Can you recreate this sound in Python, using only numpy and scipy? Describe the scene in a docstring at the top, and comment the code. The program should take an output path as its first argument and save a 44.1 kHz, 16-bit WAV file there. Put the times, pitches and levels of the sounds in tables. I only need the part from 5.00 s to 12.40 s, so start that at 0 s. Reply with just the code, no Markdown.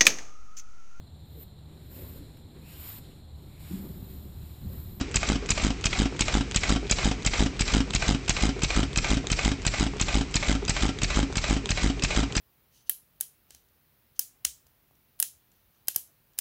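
"""A workshop, close to a small stationary engine turning over at about 175 rpm.
On each flywheel turn the valve gear latches and snaps, air hisses, the gears clack, and a run of dull
knocks shakes the cast-iron frame. A hollow double rub trails each turn, over the rumble of the bearings.
Metal contacts are bursts of tiny impacts, coloured by the part they strike; the dull knocks are
pressure pulses that set the frame ringing."""
import sys
import numpy as np
from scipy import signal
from scipy.fft import rfft, irfft
from scipy.io import wavfile
from scipy.ndimage import uniform_filter1d

SR = 44100
rng = np.random.default_rng(int(sys.argv[2]) if len(sys.argv) > 2 else 0)


def wav_record(signal):
    """Record a signal, one row per channel, as 16-bit PCM in the file named by sys.argv[1]."""
    frames = np.transpose(np.atleast_2d(signal))
    bounded = np.clip(frames, -1, 1)
    # unit amplitude maps onto the largest positive 16-bit level
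    quanta = np.round(bounded * 32767).astype(np.int16)
    wavfile.write(sys.argv[1], SR, quanta)


N = 326340


def amp(db):
    """Turns dB into a gain."""
    return 10 ** (np.asarray(db) / 20)


def unit_rms(x):
    """Scales to rms 1."""
    return x / np.sqrt(np.mean(x ** 2) + 1e-20)


def curve_at(points, hz):
    """Reads a curve on a log-frequency axis."""
    point_hz, value = np.transpose(points)
    return np.interp(np.log(hz + 1), np.log(point_hz), value)


def add(mix, s, sound):
    """Mixes a sound in at s seconds; it may overhang either end."""
    start = round(s * SR)
    part = mix[max(start, 0):max(start + len(sound), 0)]
    part += sound[max(-start, 0):][:len(part)]


def through(x, response):
    """Plays x through an impulse response."""
    return signal.oaconvolve(x, response)[:N]


def ring(modes):
    """Impulse response of a set of decaying modes."""
    t = np.arange(SR // 3) / SR
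    return sum(amp(db - 60 * t / t60) * np.cos(2 * np.pi * hz * t) for hz, db, t60 in modes)


def colour(spectrum, peaks, size=4096):
    """Impulse response of a struck part, with energy 1: resonant peaks on a broad spectrum."""
    hz = abs(np.fft.fftfreq(size, 1 / SR))
    peaks_db = sum(db / (1 + (2 * (hz - centre) / width) ** 2) for centre, width, db in peaks)
    log_gain = np.log(amp(curve_at(spectrum, hz) + peaks_db))
    minimum_phase = np.exp(np.conj(signal.hilbert(log_gain)))
    response = np.fft.ifft(minimum_phase).real[:size // 2]
    return response / np.linalg.norm(response)


def envelope(rise_s, decay_s):
    """A straight attack and an exponential decay, 0.2 s in all."""
    t = np.arange(SR // 5) / SR
    return np.minimum(t / rise_s, 1) * np.exp(-np.maximum(t - rise_s, 0) / decay_s)


def chatter(rise_s, decay_s, grain_db):
    """A burst of tiny impacts of uneven size; together they carry the energy of their envelope."""
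    shape = envelope(rise_s, decay_s)
    grain = unit_rms(uniform_filter1d(rng.standard_normal(len(shape)), size=14))
    sizes = amp(grain_db * np.clip(grain, -2, 2))
    impacts = shape * sizes * rng.standard_normal(len(shape))
    return unit_rms(impacts) * np.sqrt(np.mean(shape ** 2))


# The workshop's short tail. Each row: frequency in Hz, seconds to die away by 60 dB.
ROOM_DECAY = [(100, .35), (500, .28), (2500, 0.23), (8000, 0.24)]


def reflections(predelay_s=.004, density=.06):
    """Sparse reflections; each band dies at its own speed."""
    size = SR // 2
    taps = rng.standard_normal(size) * (rng.random(size) < density)
    taps *= np.arange(size) > predelay_s * SR
    hz, t, bands = signal.stft(taps, SR, nperseg=256)
    fade = amp(-60 * t / curve_at(ROOM_DECAY, hz)[:, None])
    tail = signal.istft(bands * fade, SR, nperseg=256)[1]
    return tail / np.linalg.norm(tail)


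def workshop(x, patterns=3):
    """Short workshop reverberation; several patterns of reflections crossfade to keep its tone smooth."""
    blend = np.linspace(0, patterns - 1, N)
    fades = (np.sqrt(np.maximum(1 - abs(blend - k), 0)) for k in range(patterns))
    return sum(through(x * fade, reflections()) for fade in fades)


# The bed of bearing noise. Each row: frequency in Hz, relative level in dB.
BEARING_SPECTRUM = [(24, -18), (45, 8), (80, 2), (135, 1), (200, -3), (270, -5), (420, -7), (600, -20),
                    (1700, -21), (2400, -15.5), (3200, -24), (5500, -24.5), (8000, -31.5)]


def bearings(db=-36.5):
    """Steady rumble and hiss of the turning shaft."""
    spectrum = amp(curve_at(BEARING_SPECTRUM, np.fft.rfftfreq(N, 1 / SR)))
    noise = irfft(rfft(rng.standard_normal(N)) * spectrum, N)
    return amp(db) * unit_rms(noise)


# The flywheel's tempo. Each row: time in seconds, speed in rpm.
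FLYWHEEL_SPEED = [(0.26, 173.72), (0.69, 170.47), (2.06, 170.29), (2.68, 176.62), (3.16, 173.07),
                  (3.48, 177.56), (4.22, 175.22), (4.41, 170.82), (5.7, 177.79), (6.16, 177.28),
                  (7.23, 182.56)]
# The slow drift in the level of the blows. Each row: time in seconds, snap trim in dB, trim of the other blows
# in dB.
BLOW_LEVELS = [(0.16, 1, -1), (1.56, 1.2, -0.0), (2.61, -1.3, 0.75), (3.3, 0.8, -0.05), (3.9, -4, -0.35),
               (5.2, -2, -0.7), (6.7, -4.5, -0.84), (7.37, -2, -0.0)]


def turns(first_snap_s=.1599, usual_turn_s=.343, knock_turns=.31, knock_lag_s=.0338):
    """The crank sets the beat. Each row: snap and main knock in seconds, time stretch, both dB trims."""
    t = np.arange(-SR // 2, N + SR // 2) / SR
    turns_per_s = np.interp(t, *np.transpose(FLYWHEEL_SPEED)) / 60
    crank = np.cumsum(turns_per_s) / SR
    crank -= np.interp(first_snap_s, t, crank)
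    whole_turns = np.arange(-1, np.interp(N / SR, t, crank))
    snap_s = np.interp(whole_turns, crank, t)
    knock_s = np.interp(whole_turns + knock_turns, crank, t) + knock_lag_s
    # Delays from the snap are crank angles, so a slow turn stretches them.
    stretch = 1 / (usual_turn_s * np.interp(snap_s, t, turns_per_s))
    trim_s, *trims_db = np.transpose(BLOW_LEVELS)
    snap_db, blows_db = (np.interp(snap_s, trim_s, db) for db in trims_db)
    return np.transpose([snap_s, knock_s, stretch, snap_db, blows_db])


# The two strokes of the rub. Each row: delay from the snap in seconds, average level in dB.
RUB_STROKES = [(.263, -38.5), (.287, -41.5)]


def hollow_rub(rise_s=.005, decay_s=.0084, slip_hz=400, slip_db=-17,
               swing_db=5.5, cycle_turns=2.177, loud_turn=.96):
    """A few regular slips among gritty ones make a rough rub, strong on roughly every other turn."""
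    drive = np.zeros(N)
    shape = envelope(rise_s, decay_s)
    t = np.arange(len(shape)) / SR
    for turn, snap_s in enumerate(turns()[:, 0]):
        accent_db = swing_db * np.cos(2 * np.pi * (turn - loud_turn) / cycle_turns)
        for delay, db in RUB_STROKES:
            hz = slip_hz * (1 + .07 * rng.standard_normal())
            slips = amp(slip_db) * shape * np.sin(2 * np.pi * hz * t)
            grit = chatter(rise_s, decay_s, grain_db=3)
            add(drive, snap_s + delay, amp(db + accent_db) * (grit + slips))
    spectrum = [(60, -10), (135, .5), (250, -7), (450, -8), (750, -7), (2000, -19), (6000, -38)]
    return through(drive, colour(spectrum, peaks=[(405, 150, 14)]))


# Dull air pulses around the snap. Each row: delay in seconds at the usual speed, width in seconds,
# signed relative pressure, share sent to the frame.
SNAP_PULSES = [(0, 0.00096, -0.24, .01), (.0018, .0011, -0.02, 0), (0.015, 0.0063, .035, 0),
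               (0.0226, 0.0021, -0.14, 0), (.046, 0.0048, -0.045, 0.024), (.0645, .002, .025, .1),
               (0.0772, 0.0023, -0.049, .1)]
# Pulses around the main knock; narrow ones give a blow its hard edge. Same columns, at any speed.
KNOCK_PULSES = [(-.018, .0012, 0.059, 0.4), (-0.0094, .0026, -0.13, 0.1), (0, 0.00082, .26, 0.11),
                (-.0002, .00013, 0.085, 0), (.0035, 0.00071, 0.11, -0.25), (0.0191, 0.00074, 0.24, .12),
                (.0188, 0.0002, 0.06, 0), (0.0238, .0018, 0.088, 0.4), (.0395, 0.0011, .1, 0.34),
                (.057, 0.00092, .11, 0.71)]
# The frame's low ring. Each row: pitch in Hz, relative level in dB, seconds to die away by 60 dB.
FRAME_MODES = [(271.5, 5.5, 0.12), (320, -8, 0.049), (51.4, -16, .33), (134.3, -23, 0.35),
               (402, -14.5, .05)]


def thumps(scatter_db=.4, spacing_scatter=.011, ring_db=-33, ring_scatter_db=1.1, low_cut_hz=27):
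    """Soft, heavy blows push the air directly and set the frame ringing."""
    push, shake = np.zeros((2, N))
    t = np.arange(-SR // 50, SR // 50) / SR
    for snap_s, knock_s, stretch, _, blows_db in turns():
        frame_db = ring_scatter_db * rng.standard_normal()
        for s, pace, pulses in ((snap_s, stretch, SNAP_PULSES), (knock_s, 1, KNOCK_PULSES)):
            spacing = pace + spacing_scatter * rng.standard_normal()  # rebounds come early or late
            for delay, width, pressure, share in pulses:
                height = pressure * amp(blows_db + scatter_db * rng.standard_normal())
                pulse = height * np.exp(-(t / width) ** 2 / 2)
                start_s = s + delay * spacing + t[0]
                add(push, start_s, pulse)
                add(shake, start_s, share * amp(frame_db) * pulse)
    sound = push + amp(ring_db) * through(shake, ring(FRAME_MODES))
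    return signal.sosfilt(signal.butter(1, low_cut_hz, "high", fs=SR, output="sos"), sound)


def crankcase(x, hz=385, width_hz=110, db=-9):
    """The hollow casting reinforces the low middle of every contact."""
    return amp(db) * signal.lfilter(*signal.iirpeak(hz, hz / width_hz, SR), x)


# The iron's bright ring. Each row: pitch in Hz, relative level in dB, seconds to die away by 60 dB.
IRON_MODES = [(2216, 1, .2), (2170, -5.5, 0.22), (2310, -4, 0.22), (2402, -2, .3), (1340, -5.5, .2),
              (2464, -5.5, .2), (2535, -5.5, 0.22), (3120, -8, .12), (5775, -7.5, 0.16)]


def iron_ring(x, db=-22.5):
    """The cast iron rings on after each contact."""
    response = ring(IRON_MODES)
    return amp(db) * through(x, response / np.linalg.norm(response))


# The tone of each part, as two lists. Each spectrum row: frequency in Hz, relative level in dB.
# Each resonance row: centre in Hz, width in Hz, boost or cut in dB.
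PART_TONES = {"latch": ([(100, -27.5), (300, -8), (600, 1.5), (1000, -5.5), (1600, -3.5), (2400, -2.5),
              (3300, -2), (4400, -2), (5600, -2.5), (6700, -7.5), (7800, -3)], [(1240, 260, 7),
              (1570, 158, 8.5), (2073, 191, 5), (2606, 233, 12), (3110, 200, 10.5), (3940, 130, 4.5),
              (4910, 190, 13)]), "snap": ([(100, -35.5), (300, -5.5), (600, -16), (1000, -11), (1600, -10),
              (2400, -9.5), (3300, -5), (4400, -7), (5600, -5.5), (6700, -1), (7800, -5)], [(4727, 300, -2),
              (6546, 270, 1.5), (7570, 750, 6.5)]), "spring": ([(100, -26.5), (300, -16), (600, -1),
              (1000, -3), (1600, -1), (2400, 3), (3300, 0), (4400, 2), (5600, 0), (6700, -9), (7800, -8.5)],
              [(2560, 330, 5), (4027, 300, 4.5), (5260, 220, 2), (5800, 220, 2), (7000, 219, 6)]),
              "air": ([(100, -22), (300, -7.5), (600, -5.5), (1000, -4.5), (1600, -1.2), (2400, 0.5),
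              (3300, -0.5), (4400, 2.5), (5600, 3.5), (6700, -5.5), (7800, -5.5)], [(2455, 300, -3.5),
              (5860, 87, 5.5), (7380, 183, 15)]), "gear": ([(100, -24), (300, -7), (600, -0.5), (1000, -4),
              (1600, -5.5), (2400, -0.2), (3300, -4.5), (4400, -7), (5600, -11), (6700, -7), (7800, -12.5)],
              [(721, 230, 5.5), (1210, 130, 8.5), (1540, 170, 7.5), (1992, 47, 9.5), (2060, 58, 2),
              (2193, 52, 6), (2486, 239, 5), (4000, 370, 6.5)]), "scrape": ([(100, -29.5), (300, -4),
              (600, -4.5), (1000, -0.5), (1600, -1.5), (2400, -5), (3300, 1.8), (4400, -4), (5600, -8.5),
              (6700, -1), (7800, -5)], [(3700, 250, 3), (6100, 160, 4)]), "knock": ([(100, -29.5),
              (300, -7.0), (600, -2.5), (1000, -5.5), (1600, -3.5), (2400, -13), (3300, -9), (4400, -16),
              (5600, -12), (6700, -8), (7800, -6)], [(825, 150, 9.5), (1276, 110, 6.5), (2080, 300, 10.5),
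              (3070, 170, 8), (3920, 240, 12.5), (4900, 240, 14.5)]), "frame": ([(100, -26), (300, -1.5),
              (600, -2.5), (1000, -6), (1600, -6.5), (2400, -7.5), (3300, -7.5), (4400, -11), (5600, -7.5),
              (6700, -14), (7800, -12.5)], [(737, 100, 8), (1210, 62, 4), (1360, 37, 9), (1580, 100, 4.5),
              (2890, 79, 6), (3130, 290, 7.5), (3830, 160, 7), (4900, 290, 4)])}
# Contacts and hiss around the valve gear's snap. Each row: part, delay in seconds at the usual speed, # attack
# and decay in seconds, level before the slow level trim in dB, level scatter in dB.
SNAP_CONTACTS = [("gear", -.078, .01, 0.018, -49.5, 2), ("snap", -0.044, .004, 0.0041, -45, 3),
                 ("scrape", -.0179, .001, 0.0027, -26.5, .8), ("latch", -.0169, .002, 0.005, -21.8, .8),
                 ("knock", -0.0056, .001, 0.0024, -23, 1.1), ("snap", -.0021, .001, 0.003, -10.5, .7),
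                 ("spring", .002, 0.0087, 0.0052, -22, 0.99), ("air", .036, .012, 0.073, -35, .6),
                 ("gear", .04, .025, .005, -38, 0.99), ("gear", .067, .0035, 0.01, -22.5, .6),
                 ("gear", .083, .008, 0.046, -32, .8)]
# The rattle around the main knock. Same columns, with delays that hold at any speed.
KNOCK_CONTACTS = [("air", -.038, .01, 0.018, -32, .8), ("gear", -.031, .005, .007, -30.5, 1),
                  ("scrape", -.015, 0.0047, 0.005, -20.5, .8), ("knock", -.0018, .0012, .0022, -17.5, .8),
                  ("frame", .007, 0.0034, 0.0051, -25.5, 1), ("knock", .0172, .0014, .003, -20, 1),
                  ("scrape", .026, 0.0028, 0.007, -27, 0.93), ("frame", 0.028, 0.0026, 0.011, -35, 1.5),
                  ("frame", .044, .003, 0.0079, -35, 1.6), ("frame", .0535, .0025, .011, -27, 0.9)]
# The pushrod takes up its play with a light tick and a bounce. 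Each row: lead on the snap in seconds,
# timing scatter in seconds, level in dB, level scatter in dB.
PUSHROD_TICKS = [(.0455, .0015, -26, 3.5), (.036, .003, -31.5, 0)]
# Now and then the pushrod lands hard. Each row: time in seconds, level in dB before the landing boost.
HARD_LANDINGS = [(1.513, -21), (2.9075, -19), (4.2708, -18.5), (5.9882, -22.5), (6.6584, -20.5),
                 (7.3248, -23.5)]


def clatter(metal_grain_db=3, air_grain_db=.8, jitter_s=.0003,
            tick_rise_s=.0002, tick_decay_s=.00051, landing_boost_db=3):
    """Every contact of every turn excites its own part of the engine; smoother bursts hiss as air."""
    drive = {part: np.zeros(N) for part in PART_TONES}
    for snap_s, knock_s, stretch, snap_db, blows_db in turns():
        for s, pace, contacts in ((snap_s, stretch, SNAP_CONTACTS), (knock_s, 1, KNOCK_CONTACTS)):
            for part, delay, rise_s, decay_s, db, scatter_db in contacts:
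                late, harder = rng.standard_normal(2)
                level_db = db + scatter_db * harder + (snap_db if part == "snap" else blows_db)
                burst = chatter(rise_s, decay_s, air_grain_db if part == "air" else metal_grain_db)
                add(drive[part], s + delay * pace + jitter_s * late, amp(level_db) * burst)
        for lead, scatter_s, db, scatter_db in PUSHROD_TICKS:
            late, harder = rng.standard_normal(2)
            tick = amp(db + scatter_db * harder) * chatter(tick_rise_s, tick_decay_s, grain_db=0)
            add(drive["scrape"], snap_s - lead + scatter_s * late, tick)
    for s, db in HARD_LANDINGS:
        tick = amp(db + landing_boost_db) * chatter(tick_rise_s, tick_decay_s, grain_db=0)
        add(drive["scrape"], s - 2 * tick_rise_s, tick)
    return sum(through(drive[part], colour(*tone)) for part, tone in PART_TONES.items())


def scene(metal_send_db=-13, thump_send_db=-16):
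    """Ringing clatter, rub and thumps feed the room, over a dry bed of bearing noise; mono."""
    contacts, low = clatter(), thumps()
    metal = contacts + crankcase(contacts) + iron_ring(contacts) + hollow_rub()
    room = workshop(amp(metal_send_db) * metal + amp(thump_send_db) * low)
    return (metal + low + room + bearings())[None]


def record(dry, ceiling=.55, knee=5, high_cut_hz=8270):
    """Soft clipping rounds off the hardest snaps; a steep low-pass then takes off the top."""
    rounded = dry / (1 + abs(dry / ceiling) ** knee) ** (1 / knee)
    low_pass = signal.firwin(101, high_cut_hz, window=("kaiser", 7), fs=SR)
    return signal.oaconvolve(rounded, low_pass[None], "same")


dry = scene()
out = record(dry)
wav_record(out)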